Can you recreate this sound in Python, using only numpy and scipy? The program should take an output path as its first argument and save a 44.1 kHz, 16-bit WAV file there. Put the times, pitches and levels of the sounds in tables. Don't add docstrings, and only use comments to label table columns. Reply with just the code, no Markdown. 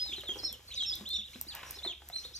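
import sys
import numpy as np
from scipy import signal
from scipy.fft import rfft, irfft, next_fast_len
from scipy.io import wavfile
from scipy.ndimage import uniform_filter1d, map_coordinates

SR = 44100
rng = np.random.default_rng(int(sys.argv[2]) if len(sys.argv) > 2 else 0)


def boost_factor(decibels):
    exponent = np.asarray(decibels, float) / 20
    return 10 ** exponent


def transcribe(u):
    v = np.clip(np.atleast_2d(u).T, -1, 1)
    q = np.round(v * 32767).astype(np.int16)
    wavfile.write(sys.argv[1], SR, q)


N = 105575
T = np.arange(N) / SR

# pitch_hz [Hz], left_lead_rad [radians]
PORT_LEAD = [(900, -.3), (2580, .4), (4050, 1.4), (5600, 6.6), (9200, 9.2), (12800, 11.2)]


def unit(x):
    return x / np.sqrt(np.mean(x ** 2) + 1e-20)


def along(points, hz):
    point_hz, value = np.transpose(points)
    return np.interp(np.log(hz + 1), np.log(point_hz + 1), value)


def wobble(rate, size=N):
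    knots = rng.standard_normal(int(size * 200 / SR) + 4)
    return map_coordinates(knots, [np.arange(size) * min(rate, 200) / SR])


def filtered(x, response):
    m = next_fast_len(N + SR // 2)
    return irfft(rfft(x, m) * response(np.fft.rfftfreq(m, 1 / SR)), m)[..., :N]


def resonances(rows):
    def response(f):
        total = 0
        for k, (center, width, db) in enumerate(rows):
            total = total + (-1) ** k * boost_factor(db) * 1j * f * width / (center ** 2 - f ** 2 + 1j * f * width)
        return total
    return response


def add(track, s, x):
    part = track[..., max(round(s * SR), 0):][..., :x.shape[-1]]
    part += x[..., :part.shape[-1]]


def whistle(rows):
    glide_s, fade_s = .006, .004
    flutter_db, flutter_hz = 2.8, 110
    waver, waver_hz = .004, 128.4
    husk, husk_s = .18, .0015
    right_db = 1.5
    # overtone_hz [Hz], level_db [dB over the fundamental]
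    overtone = [(6000, -22), (9200, -16), (10500, -45)]

    s, hz, db = np.transpose(rows)
    start = max(s[0] - fade_s, 0)
    t = np.arange(start, s[-1] + fade_s, 1 / SR)

    def smooth(values):
        return uniform_filter1d(np.interp(t, s, values), int(glide_s * SR) + 1, mode="nearest")

    pitch = smooth(hz) * (1 + waver * wobble(waver_hz, len(t)))
    edge = np.clip(np.minimum((t - s[0]) / fade_s + 1, (s[-1] - t) / fade_s + 1), 0, 1)
    level = smooth(db) + flutter_db * wobble(flutter_hz, len(t))
    breath = np.convolve(rng.standard_normal(len(t)), np.hanning(int(husk_s * SR * 2)), "same")
    gain = np.sqrt(2) * edge * boost_factor(level) * (1 + husk * unit(breath))
    phase = 2 * np.pi * np.cumsum(pitch) / SR + np.outer([.5, -.5], along(PORT_LEAD, pitch))
    tone = np.sin(phase) + boost_factor(along(overtone, 2 * pitch)) * np.sin(2 * phase)
    return start, gain * tone * boost_factor([[-right_db / 2], [right_db / 2]])


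def ducklings():
    # time_s [s], pitch_hz [Hz], level_db [dB rms before flutter and balance]
    curves = [
        [(0.0, 4983, -36), (0.04, 5034, -37), (0.058, 5030, -55)],
        [(0.0, 3020, -39.5), (0.01, 3470, -53), (0.025, 3750, -51)],
        [(0.005, 4660, -49), (0.035, 3880, -50), (0.065, 4280, -40), (0.085, 3750, -46), (0.145, 3170, -42.5),
         (0.16, 2490, -58)],
        [(0.123, 2254, -46.5), (0.14, 3740, -40)],
        [(0.165, 4140, -42), (0.205, 3600, -50.5), (0.218, 2820, -45)],
        [(0.235, 4340, -57), (0.272, 3703, -48.5), (0.295, 3190, -33), (0.325, 3266, -41.5), (0.35, 2800, -47)],
        [(0.39, 4550, -45), (0.42, 4020, -55), (0.465, 4340, -38), (0.49, 3650, -49.5), (0.535, 3290, -50),
         (0.553, 2840, -57.5)],
        [(0.375, 6070, -50), (0.402, 4800, -46)],
        [(0.415, 5250, -62), (0.435, 5290, -40.5), (0.455, 5395, -32.5), (0.472, 5195, -45), (0.508, 5570, -47)],
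        [(0.68, 4470, -59), (0.705, 4220, -51.5), (0.725, 3800, -49)],
        [(0.735, 2410, -52), (0.745, 3470, -44)],
        [(0.755, 4770, -48), (0.81, 3910, -42.5)],
        [(0.755, 3150, -58), (0.785, 2060, -59.5)],
        [(0.815, 5000, -52), (0.83, 5500, -59), (0.838, 6370, -46)],
        [(0.865, 7160, -55), (0.89, 7300, -61), (0.903, 6600, -57)],
        [(0.706, 2103, -51), (0.722, 3410, -49), (0.745, 3640, -44)],
        [(0.742, 6470, -43.5), (0.775, 4700, -57)],
        [(0.757, 3930, -50), (0.79, 3757, -35.5), (0.81, 3253, -32.5), (0.835, 3323, -43), (0.858, 2514, -53)],
        [(0.822, 3925, -42), (0.85, 3654, -39), (0.88, 3577, -52), (0.905, 3360, -51), (0.975, 3466, -55.5)],
        [(0.86, 5400, -42), (0.89, 5406, -36), (0.91, 4860, -34), (0.935, 5170, -50), (0.96, 6170, -51)],
        [(0.925, 3340, -40), (0.938, 3800, -36), (0.947, 4730, -53)],
        [(1.048, 2255, -71), (1.062, 3370, -40.5), (1.085, 4075, -42.5), (1.13, 4240, -39), (1.155, 3700, -36),
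         (1.172, 2340, -60.5)],
        [(1.105, 3576, -41), (1.15, 3647, -36), (1.18, 3530, -42), (1.203, 3427, -43), (1.22, 2070, -64)],
        [(1.133, 4820, -47), (1.145, 5660, -51), (1.172, 5600, -48)],
        [(1.232, 2730, -59), (1.25, 3725, -40.5), (1.27, 4027, -58), (1.288, 2800, -53)],
        [(1.335, 2180, -54.5), (1.35, 3500, -47.5), (1.365, 4300, -61)],
        [(1.355, 5000, -67), (1.372, 5460, -67), (1.39, 4730, -90)],
        [(1.335, 4290, -53.5), (1.37, 3300, -62), (1.4, 2620, -69)],
        [(1.465, 3510, -63), (1.49, 4760, -43), (1.525, 3360, -44.5), (1.54, 2600, -52)],
        [(1.66, 5600, -60), (1.685, 5780, -54.5), (1.712, 5150, -64), (1.728, 5500, -56)],
        [(1.73, 2340, -62), (1.75, 5260, -50.5), (1.775, 5450, -62), (1.79, 4300, -48)],
        [(1.75, 4190, -60), (1.78, 3880, -55.5), (1.8, 3400, -47)],
        [(1.818, 2030, -58), (1.832, 3660, -43), (1.848, 4290, -41), (1.885, 3434, -35), (1.918, 3140, -46),
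         (1.936, 2170, -60)],
        [(2.118, 3370, -57), (2.135, 4080, -42), (2.16, 4197, -33), (2.18, 3958, -41), (2.198, 4570, -44.5),
         (2.212, 3960, -66)],
        [(2.175, 5600, -47), (2.188, 5960, -50), (2.208, 5000, -53)],
        [(2.21, 5300, -58), (2.225, 6200, -61), (2.25, 5800, -64)],
        [(2.235, 2990, -55), (2.245, 3590, -39.5), (2.26, 3935, -49), (2.28, 3220, -66)],
        [(2.25, 4200, -40), (2.268, 4400, -55)],
        [(2.328, 2830, -63.5), (2.36, 4830, -38.5), (2.385, 4020, -56)],
        [(2.338, 5180, -50.5), (2.364, 6330, -47), (2.38, 4880, -56)],
    ]
    out = np.zeros((2, N))
    for rows in curves:
        add(out, *whistle(rows))
    return out


def pen(x):
    # band_hz [Hz], t60_s [s]
    decay = [(300, 0.28), (3500, 0.32), (8000, 0.1)]
    hz, t, z = signal.stft(rng.standard_normal((2, SR // 2)), SR, nperseg=256)
    dying = z * boost_factor(-60 * t / along(decay, hz)[:, None])
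    tail = signal.istft(dying, SR, nperseg=256)[1]
    delayed = np.pad(x, (200, 0))[None]
    return signal.fftconvolve(delayed, tail / np.linalg.norm(tail[0]), axes=1)[:, :N]


def bustle(s):
    # time_s [s], activity_db [dB]
    activity = [(0, 3.5), (.48, 1), (.6, -3.5), (1, 1.5), (1.25, -2.5), (1.75, 3), (1.95, -5), (2.39, 2)]
    return np.interp(s, *np.transpose(activity))


def room_noise():
    # band_hz [Hz], density_db [relative dB per Hz]
    spectrum = [(90, 8.5), (200, -3.5), (600, -11.5), (3500, -5.5), (7000, -6), (13200, -8), (14900, -44)]
    noise = filtered(rng.standard_normal((2, N)), lambda hz: boost_factor(along(spectrum, hz)))
    level = -57 + bustle(T) + 2.1 * wobble(18)
    return boost_factor(level) * noise / np.std(noise[0])


def hum():
    return boost_factor(-60 + wobble(10.9)) * np.sin(2 * np.pi * 68.5 * T)


def rumble():
    body = resonances([(55, 40, 0)])
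    return boost_factor(-64.5) * unit(filtered(rng.standard_normal(N), lambda f: body(f) ** 2))


def feet():
    # start_s [s], level_db [dB before the step gain], pitch_hz [nominal Hz]
    footfalls = [(0.061, -48, 860), (0.181, -43.5, 381), (0.235, -42.5, 605), (0.29, -39, 373),
                 (0.357, -41, 377), (0.437, -46.5, 302), (0.824, -45, 1240), (1.01, -43, 205),
                 (1.184, -51, 209), (1.357, -44, 249), (1.631, -36, 1090), (1.771, -47, 436),
                 (1.849, -36.5, 703), (1.861, -38, 371), (2.019, -46.5, 823), (2.099, -41.5, 730),
                 (2.161, -45, 2500), (2.25, -48.5, 490)]
    step_gain_db, attack_s = 7, 0.00064
    fall_cycles = 9
    slap_db, slap_s = -5.5, 0.013
    shuffle_per_s, shuffle_db = 33, -61.5
    partials = [(0.983, 0.59), (1.895, 0.18)]

    steps = list(footfalls)
    for u, v, w in rng.random((int(shuffle_per_s * N / SR), 3)):
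        s = u * N / SR
        steps.append((s, shuffle_db + 1.22 * bustle(s) + 10 * v, 230 * 5 ** w))

    out, t = np.zeros(N), np.arange(SR // 12) / SR
    attack = 1 - np.exp(-t / attack_s)
    for s, db, hz in steps:
        thump = 0
        for ratio, gain in partials:
            partial_hz = hz * ratio
            decay = boost_factor(-30 * t * partial_hz / fall_cycles)
            thump = thump + gain * decay * np.sin(2 * np.pi * partial_hz * t)
        dull_noise = uniform_filter1d(rng.standard_normal(len(t)), size=7) * 2
        slap = boost_factor(slap_db - 30 * t / slap_s) * dull_noise
        add(out, s, boost_factor(db + step_gain_db) * attack * (thump + slap))
    return out


def ticks():
    # start_s [s], level_db [dB before the tick gain]
    bill_ticks = [(0.2086, -37.5), (0.285, -39), (0.5272, -26), (0.9537, -30), (1.0904, -32.5),
                  (1.4126, -20.5), (1.4721, -46), (1.5505, -27), (1.7085, -22.5), (2.0878, -33.5)]
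    # pitch_hz [mean Hz], level_db [mean dB], t60_s [s]
    trough = [(1100, -22, .007), (6000, -12, .004), (8300, -2, .003), (10300, 0, .003), (12800, 2, .003)]
    tick_gain_db, rebound_s, attack_s = -2, 0.0012, .00006
    patter_per_s, patter_db = 35, -62

    hits = list(bill_ticks)
    for u, v in rng.random((int(patter_per_s * N / SR), 2)):
        hits.append((u * N / SR, patter_db + 10 * v))

    out, t = np.zeros(N), np.arange(SR // 30) / SR
    attack = 1 - np.exp(-t / attack_s)
    for s, db in hits:
        ring = 0
        for hz, level, t60 in trough:
            decay = boost_factor(level + rng.normal(0, 2) - 60 * t / t60)
            ring = ring + decay * np.sin(2 * np.pi * hz * rng.normal(1, .04) * t)
        hit = boost_factor(db + tick_gain_db) * attack * ring
        add(out, s, hit)
        add(out, s + rebound_s, hit)
    return out


def rubbing(level, body, rough_db):
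    grain = rng.standard_normal(N) * boost_factor(rough_db * wobble(190))
    return unit(filtered(grain, resonances(body))) * boost_factor(np.interp(T, *np.transpose(level), -120, -120))


def drone():
    # time_s [s], level_db [dB]
    swell = [(.29, -59), (.5, -57)]
    return rubbing(swell, [(360, 280, 0)], rough_db=-6.0)


def scrape():
    # time_s [s], level_db [dB]
    stroke = [(1.5, -63), (1.56, -46), (1.68, -57), (1.8, -66)]
    # center_hz [Hz], width_hz [Hz], level_db [relative dB]
    scraped_body = [(910, 430, 0), (1800, 290, 2.5), (2730, 720, -0.5)]
    return rubbing(stroke, scraped_body, rough_db=3.5)


def ports(direct, diffuse):
    def turn(hz):
        return np.exp(.5j * np.outer([1, -1], along(PORT_LEAD, hz) * (hz > 300)))

    def middle_band(hz):
        return [[1], [-1]] * hz / (hz + 250 / 1j) / (1 + (hz / 6000) ** 4)

    return filtered(direct + filtered(diffuse, middle_band), turn)


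def scene():
    birds = ducklings()
    things = feet() + ticks() + drone() + scrape()
    air = room_noise() + boost_factor(-8.5) * pen(birds[0] + things)
    return birds + ports(things + air[0], .6 * air[1]) + hum() + rumble()


def top_cut(x):
    return signal.sosfilt(signal.butter(12, 16490, fs=SR, output="sos"), x)


def record(dry):
    low_cut_hz, top_hz = 34, 15800

    def band(hz):
        return hz ** 4 / (hz ** 4 + low_cut_hz ** 4) / (1 + (hz / top_hz) ** 20)

    mix = filtered(dry, band)
    return top_cut(mix)


dry = scene()
out = record(dry)
transcribe(out)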